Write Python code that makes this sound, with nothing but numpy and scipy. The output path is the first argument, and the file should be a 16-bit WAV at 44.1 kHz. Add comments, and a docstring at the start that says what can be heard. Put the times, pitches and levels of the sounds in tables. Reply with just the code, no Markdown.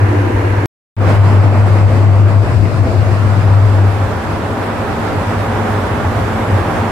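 """Close by a six-bladed pedestal fan, at a hand-held microphone: rushing air, a throbbing low hum,
faint fan tones and the rumble of eddies shed by the blades. Behind the motor the housing rings in
the intake noise. The sound cuts out with a click and returns beside the cage, where the hum is
strongest, then moves round to the front, where the air is brighter and the hum fades."""
import sys
import numpy as np
from scipy import signal
from scipy.fft import rfft, irfft, next_fast_len
from scipy.io import wavfile
from scipy.ndimage import uniform_filter1d, minimum_filter1d, map_coordinates

SR = 44100
rng = np.random.default_rng(int(sys.argv[2]) if len(sys.argv) > 2 else 0)


def wrap_up_sound(samples):
    """Save the sound to the file named by the first command line argument, as 16-bit audio."""
    columns = np.atleast_2d(samples).T
    # keep every value between -1 and 1, then stretch to whole-number steps
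    tamed = np.clip(columns, -1, 1)
    steps = np.round(tamed * 32767).astype(np.int16)
    wavfile.write(sys.argv[1], SR, steps)


N = 304731

CUT_S, RESUME_S = 0.6585, 0.966
SHAFT_HZ, BLADES = 19.04, 6


def amp(db):
    """Decibels to gain."""
    return 10 ** (np.asarray(db) / 20)


def unit(x):
    """Scale to rms 1."""
    return x / np.sqrt(np.mean(x ** 2) + 1e-20)


def time_s():
    """Time of every sample."""
    return np.arange(N) / SR


def curves(rows):
    """One value per sample for each column after the time."""
    knots_s, *columns = np.transpose(rows)
    return [np.interp(time_s(), knots_s, column) for column in columns]


def along(points, hz):
    """Read (f/Hz, value) points on a log axis."""
    knots_hz, values = np.transpose(points)
    return np.interp(np.log(hz + 1), np.log(knots_hz + 1), values)


def shape(points):
    """Response of (f/Hz, level/dB) points, falling steeply past both ends."""
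    skirt = lambda hz: np.minimum(1, np.minimum(hz / points[0][0], points[-1][0] / (hz + 1))) ** 6
    return lambda hz: amp(along(points, hz)) * skirt(hz)


def filtered(x, response):
    """Apply a frequency response."""
    size = next_fast_len(N + SR // 2)
    return irfft(rfft(x, size) * response(np.fft.rfftfreq(size, 1 / SR)), size)[..., :N]


def wobble(rate_hz):
    """Smooth random curve of rms 1, with knots at the given rate."""
    knots = rng.standard_normal(int(N * rate_hz / SR) + 4)
    return unit(map_coordinates(knots, [time_s() * rate_hz]))


def panned(lean_db):
    """Left and right gains for a left-over-right level."""
    return amp(np.array([lean_db, -lean_db]) / 2)


def fuzzy_tone(hz, width_hz):
    """Tone of rms 1 with wandering strength and phase."""
    phase = 2 * np.pi * hz * time_s()
    return unit(wobble(width_hz) * np.cos(phase) + wobble(width_hz) * np.sin(phase))


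# Default stereo coherence of the air: f/Hz, correlation
AIR_COHERENCE = [(200, 1), (550, 0.63), (1650, .42), (3000, 0.12), (5000, .02)]


def turbulence(colour, lean, patchy_db, coherence=AIR_COHERENCE):
    """Stereo noise with random gain patches in time and frequency; mid rms 1."""
    spectra = signal.stft(rng.standard_normal((2, N)), nperseg=512)[2]
    patches = uniform_filter1d(rng.standard_normal(spectra.shape[1:]), size=6, axis=0)
    patches = uniform_filter1d(patches, size=12, axis=1)
    pair = signal.istft(spectra * amp(patchy_db * unit(patches)), nperseg=512)[1][:, :N]
    angle = lambda hz: np.arccos(np.clip(along(coherence, hz), -1, 1)) / 2
    mid, side = filtered(pair, lambda hz: colour(hz) * [np.cos(angle(hz)), np.sin(angle(hz))])
    stereo = filtered(np.array([mid + side, mid - side]), lambda hz: panned(along(lean, hz)))
    return stereo / np.std(stereo.mean(axis=0))


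# Intake rush and grille hiss spectra: f/Hz, level/dB
REAR_RUSH = [(130, -14.5), (170, -12), (230, -4.5), (310, -0.5), (420, -6), (500, -8), (780, -10.5),
             (1000, -11.5), (1250, -15), (1700, -15.5), (2750, -24), (3100, -30.5)]
REAR_HISS = [(3400, -2), (4480, -3), (4840, -5.5), (5400, -4.5), (7000, -7.5), (11600, -12.5), (15800, -25)]
# Motor housing and rear grille modes: f/Hz, width/Hz, level/dB
HOUSING_MODES = [(298, 7.8, -1), (355.5, 12, -2), (488, 6.5, -4.5), (923, 12, -7.5), (986, 28, -13.5),
                 (1620, 98, -18.5)]
# Rear balance: f/Hz, left over right/dB
REAR_LEAN = [(60, 6), (110, 0.5), (200, 5), (380, -3), (700, 6.5), (1290, -2.5), (2380, -4.5), (4400, 7.5),
             (8120, -0.5), (15000, -6)]
# Rear coherence: f/Hz, correlation
REAR_COHERENCE = [(300, 1), (550, 0.3), (1650, .1), (5000, .03)]


def intake_air():
    """Intake noise behind the motor, with the housing ringing and the blades beating in it."""
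    def modes(hz):
        return sum(amp(db) * 1j * hz * width_hz / (mode_hz ** 2 - hz ** 2 + 1j * hz * width_hz)
                   for mode_hz, width_hz, db in HOUSING_MODES)

    stream = lambda colour: turbulence(colour, REAR_LEAN, patchy_db=0.7, coherence=REAR_COHERENCE)
    rush = amp(-20) * stream(shape(REAR_RUSH))
    ring = amp(-24) * filtered(stream(modes), shape([(220, 0.0011), (2400, 0)]))
    hiss = amp(-45) * stream(shape(REAR_HISS))
    beat = amp(-23.5) * fuzzy_tone(BLADES * SHAFT_HZ, width_hz=2.5)
    return rush + ring + hiss + beat


# Microphone path round the cage: t/s, frontness/0-1
MIC_PATH = [(1.0, 0.3), (1.5, 0.21), (2.0, 0.06), (2.8, 0), (3.4, 0.26), (4.0, 0.72), (4.6, 0.82),
            (5.5, 0.95), (6.9, 0.94)]


def frontness():
    """How far the microphone is round to the front, 0-1."""
    return np.clip(curves(MIC_PATH)[0], 0, 1)


# Draught on the left microphone port: t/s, strength/0-1
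PORT_DRAUGHT = [(0.65, .12), (1.1, 0.2), (2.3, 0.4), (2.75, 1), (3.15, .5), (3.6, 0.31), (4.4, 0)]


def draught():
    """How squarely the draught strikes the left port, 0-1."""
    return np.clip(curves(PORT_DRAUGHT)[0], 0, 1)


# Low-end swells and lulls: centre t/s, length/s, gain/dB
LOW_SWELLS = [(0.027, 0.064, 8), (0.21, .16, 4), (0.32, 0.046, -9), (0.36, 0.031, 7), (0.48, 0.077, 6.5),
              (1.197, 0.09, 8.5), (1.388, 0.13, 4.5), (1.64, 0.047, 5), (1.855, 0.051, 8.5),
              (1.927, 0.08, -6), (2.085, 0.081, 4), (2.25, 0.048, 5.5), (2.378, 0.055, 5), (2.74, .06, -4),
              (2.815, 0.087, 8), (3.0, 0.077, 4), (3.587, 0.18, 3.5), (5.548, .12, 7), (6.06, 0.073, 6.5),
              (6.565, 0.11, 10), (6.8, .14, 7.5)]


def swell_db():
    """Bell-shaped rises and dips of the low end."""
    return sum(db * np.exp(-(2 * (time_s() - centre_s) / length_s) ** 2)
               for centre_s, length_s, db in LOW_SWELLS)


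# Hum between swells: t/s, level/dB
HUM_LEVEL = [(0, -15), (0.65, -19), (1.0, -9), (1.3, -10), (2.2, -7.5), (2.5, -14), (2.9, -13.5),
             (3.3, -10), (3.85, -8.5), (3.95, -16), (4.45, -30), (5.4, -24), (6.9, -26)]


def hum(hz=100.0, wander_rad=0.2, draught_lean_db=12):
    """Low swelling drone; the draught raises its flutter and pulls both to the left."""
    t, blow, lift_db = time_s(), draught(), swell_db()
    lead_rad = 0.28 * np.array([[1], [-1]]) * (t > CUT_S) * (1 - frontness())
    drone = np.sqrt(2) * np.sin(2 * np.pi * hz * t + lead_rad + wander_rad * wobble(7.7))
    drone *= amp(curves(HUM_LEVEL)[0] + lift_db)
    shared = fuzzy_tone(hz, width_hz=28)
    per_port = np.array([fuzzy_tone(hz, width_hz=32) for port in range(2)])
    flutter = amp(-24 + 7 * blow + 0.6 * lift_db) * unit(shared + 0.4 * per_port)
    pan = panned(draught_lean_db * blow)
    return (drone + flutter) * pan / pan.mean(axis=0)


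# Fan tones, some near shaft harmonics, others between them:
# f/SHAFT_HZ, side level/dB, front level/dB, width/Hz
FAN_TONES = [(2.986, -39.5, -38.5, 3), (6.056, -23.5, -31, 2.005), (11.97, -66, -25.5, 16),
             (15.8, -37, -37.5, 8), (18.29, -36, -38.5, 10), (28.08, -42.5, -37.5, 30),
             (41.5, -48, -36.5, 14), (50.44, -50.5, -36, 45)]


def fan_tones(rotor_order=22):
    """Faint tones blurred by the uneven inflow, and the rotor's clearer whine."""
    front = frontness()
    tones = sum(amp(side_db + front * (front_db - side_db)) * fuzzy_tone(ratio * SHAFT_HZ, width_hz)
                for ratio, side_db, front_db, width_hz in FAN_TONES)
    rotor = np.sqrt(2) * np.sin(2 * np.pi * rotor_order * SHAFT_HZ * time_s() + 0.4 * wobble(3))
    whine = amp(-32 - 17 * (1 - front) + 2.1 * wobble(3.5)) * rotor
    return (tones + whine) * panned(2.8 * (1 - front))


# Loudness as heard, briefly higher just after the sound returns: t/s, rush level/dB, hiss level/dB
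HEARD_LEVELS = [(1.0, -20.5, -47.5), (1.1, -14, -39), (1.25, -17, -42), (1.5, -19.5, -45.5),
                (1.72, -18, -43), (2.2, -19.5, -44.5), (2.7, -21, -44), (3.2, -20, -43.5), (4.1, -22, -44),
                (4.7, -21, -43.5), (5.3, -20, -42), (6.9, -19.5, -41.5)]
# Eddy spectrum: f/Hz, level/dB
EDDY_SPECTRUM = [(10, -23), (30, -19.5), (45, -3.5), (60, 1.5), (85, 6.5), (120, -5.5), (160, -9),
                 (260, -37.5)]


def rumble():
    """Eddies shed by the blades follow rush level and swells; the draught buffets the left port."""
    blow, rush_db = draught(), curves(HEARD_LEVELS)[0]
    eddy_db = -26 + 3.5 * blow + 0.9 * (rush_db - rush_db.mean()) + 0.45 * swell_db()
    eddies = turbulence(shape(EDDY_SPECTRUM), lean=[(100, 1.5)], patchy_db=2,
                        coherence=[(25, 0.6), (60, 1)])
    port_colour = shape([(15, -16), (45, -3.5), (100, 2), (180, -7), (400, -21.5)])
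    buffet = np.array([[1], [0]]) * unit(filtered(rng.standard_normal(N), port_colour))
    buffet_db = -32 + 13.5 * blow + 2.2 * wobble(6.1)
    return amp(eddy_db) * eddies + amp(buffet_db) * buffet


# Rush and grille-wire hiss spectra: f/Hz, level/dB
SIDE_RUSH = [(130, -1), (175, -7), (220, -5.5), (300, -10), (470, -12.5), (530, -11.5), (670, -10),
             (740, -14), (1110, -15), (1700, -22.5), (2600, -27.5), (3100, -35.5)]
SIDE_HISS = [(2060, -28), (3500, -1.5), (3800, -0.5), (4860, 0.5), (6100, -7), (8000, -6.5), (10100, -13),
             (15100, -20.5), (15800, -24.5)]
FRONT_RUSH = [(76, -53), (130, -15), (162, -5.5), (194, -8), (226, -5), (370, -9), (414, -6), (488, -9.5),
              (530, -7.5), (728, -8.5), (790, -8), (1600, -15), (3500, -31.5), (4550, -58), (7700, -120)]
FRONT_HISS = [(2060, -35.5), (3500, 0), (6620, -8.5), (8150, -8.5), (9240, -14), (11200, -11.5),
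              (12600, -15.5), (13700, -22), (15100, -21), (15800, -26)]
# Balance: f/Hz, left over right/dB
SIDE_LEAN = [(100, -3), (380, 4.5), (700, 3.5), (1300, -1), (3000, 2)]
FRONT_LEAN = [(100, .7), (380, 0.86), (700, -2.3), (1300, -3.9), (3000, -1.5)]
FRONT_HISS_LEAN = [(3000, 1), (4400, -0.5), (8000, 0.5), (11000, -10), (15000, 1)]
# Side rush coherence: f/Hz, correlation
SIDE_COHERENCE = [(150, 0.77), (550, 0.93), (1650, 0.064), (3000, .02)]


def cage_air():
    """The stream is dull beside the cage, brighter in front; each passing blade chops it slightly."""
    rush_db, hiss_db = curves(HEARD_LEVELS)
    front = frontness()
    side_rush = turbulence(shape(SIDE_RUSH), SIDE_LEAN, patchy_db=1.5, coherence=SIDE_COHERENCE)
    side_hiss = turbulence(shape(SIDE_HISS), lean=[(4000, 0.5), (15000, -1)], patchy_db=1.1)
    front_rush = turbulence(shape(FRONT_RUSH), FRONT_LEAN, patchy_db=0.4)
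    front_hiss = turbulence(shape(FRONT_HISS), FRONT_HISS_LEAN, patchy_db=1.2)
    beside = amp(rush_db + 0.9) * side_rush + amp(hiss_db + 0.7) * side_hiss
    ahead = amp(rush_db + 0.87 + 0.086 * swell_db()) * front_rush + amp(hiss_db - 0.1) * front_hiss
    chop = 1 + 0.03 * np.sin(2 * np.pi * BLADES * SHAFT_HZ * time_s())
    flicker = amp(0.41 * wobble(22))
    return (np.sqrt(1 - front) * beside + np.sqrt(front) * ahead) * chop * flicker


def scene():
    """The fan from behind, then from the side and front."""
    air = np.where(time_s() < CUT_S, intake_air(), cage_air())
    return air + hum() + fan_tones() + rumble()


def limiter(x, ceiling, hold_s):
    """Turn both channels down around any peak above the ceiling."""
    size = int(hold_s * SR)
    gain = np.minimum(1, ceiling / (np.abs(x).max(axis=0) + 1e-9))
    return x * uniform_filter1d(minimum_filter1d(gain, size), size)


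def record(dry):
    """A click, a pause and a quick fade-in, then peak limiting and a band limit."""
    fade_s, click_decay_s, top_hz = 0.064, 0.0003, 15900
    t = time_s()
    before_cut = t < CUT_S
    fade_in = (t > RESUME_S) * np.clip(0.17 + (t - RESUME_S) / fade_s, 0, 1)
    click = 0.7 * before_cut * np.exp(-np.abs(t - CUT_S) / click_decay_s)
    sound = limiter(dry * (before_cut + fade_in) + click, ceiling=1, hold_s=0.029)
    return filtered(sound, lambda hz: np.clip((top_hz - hz) / 40 + 0.5, 0, 1))


dry = scene()
out = record(dry)
wrap_up_sound(out)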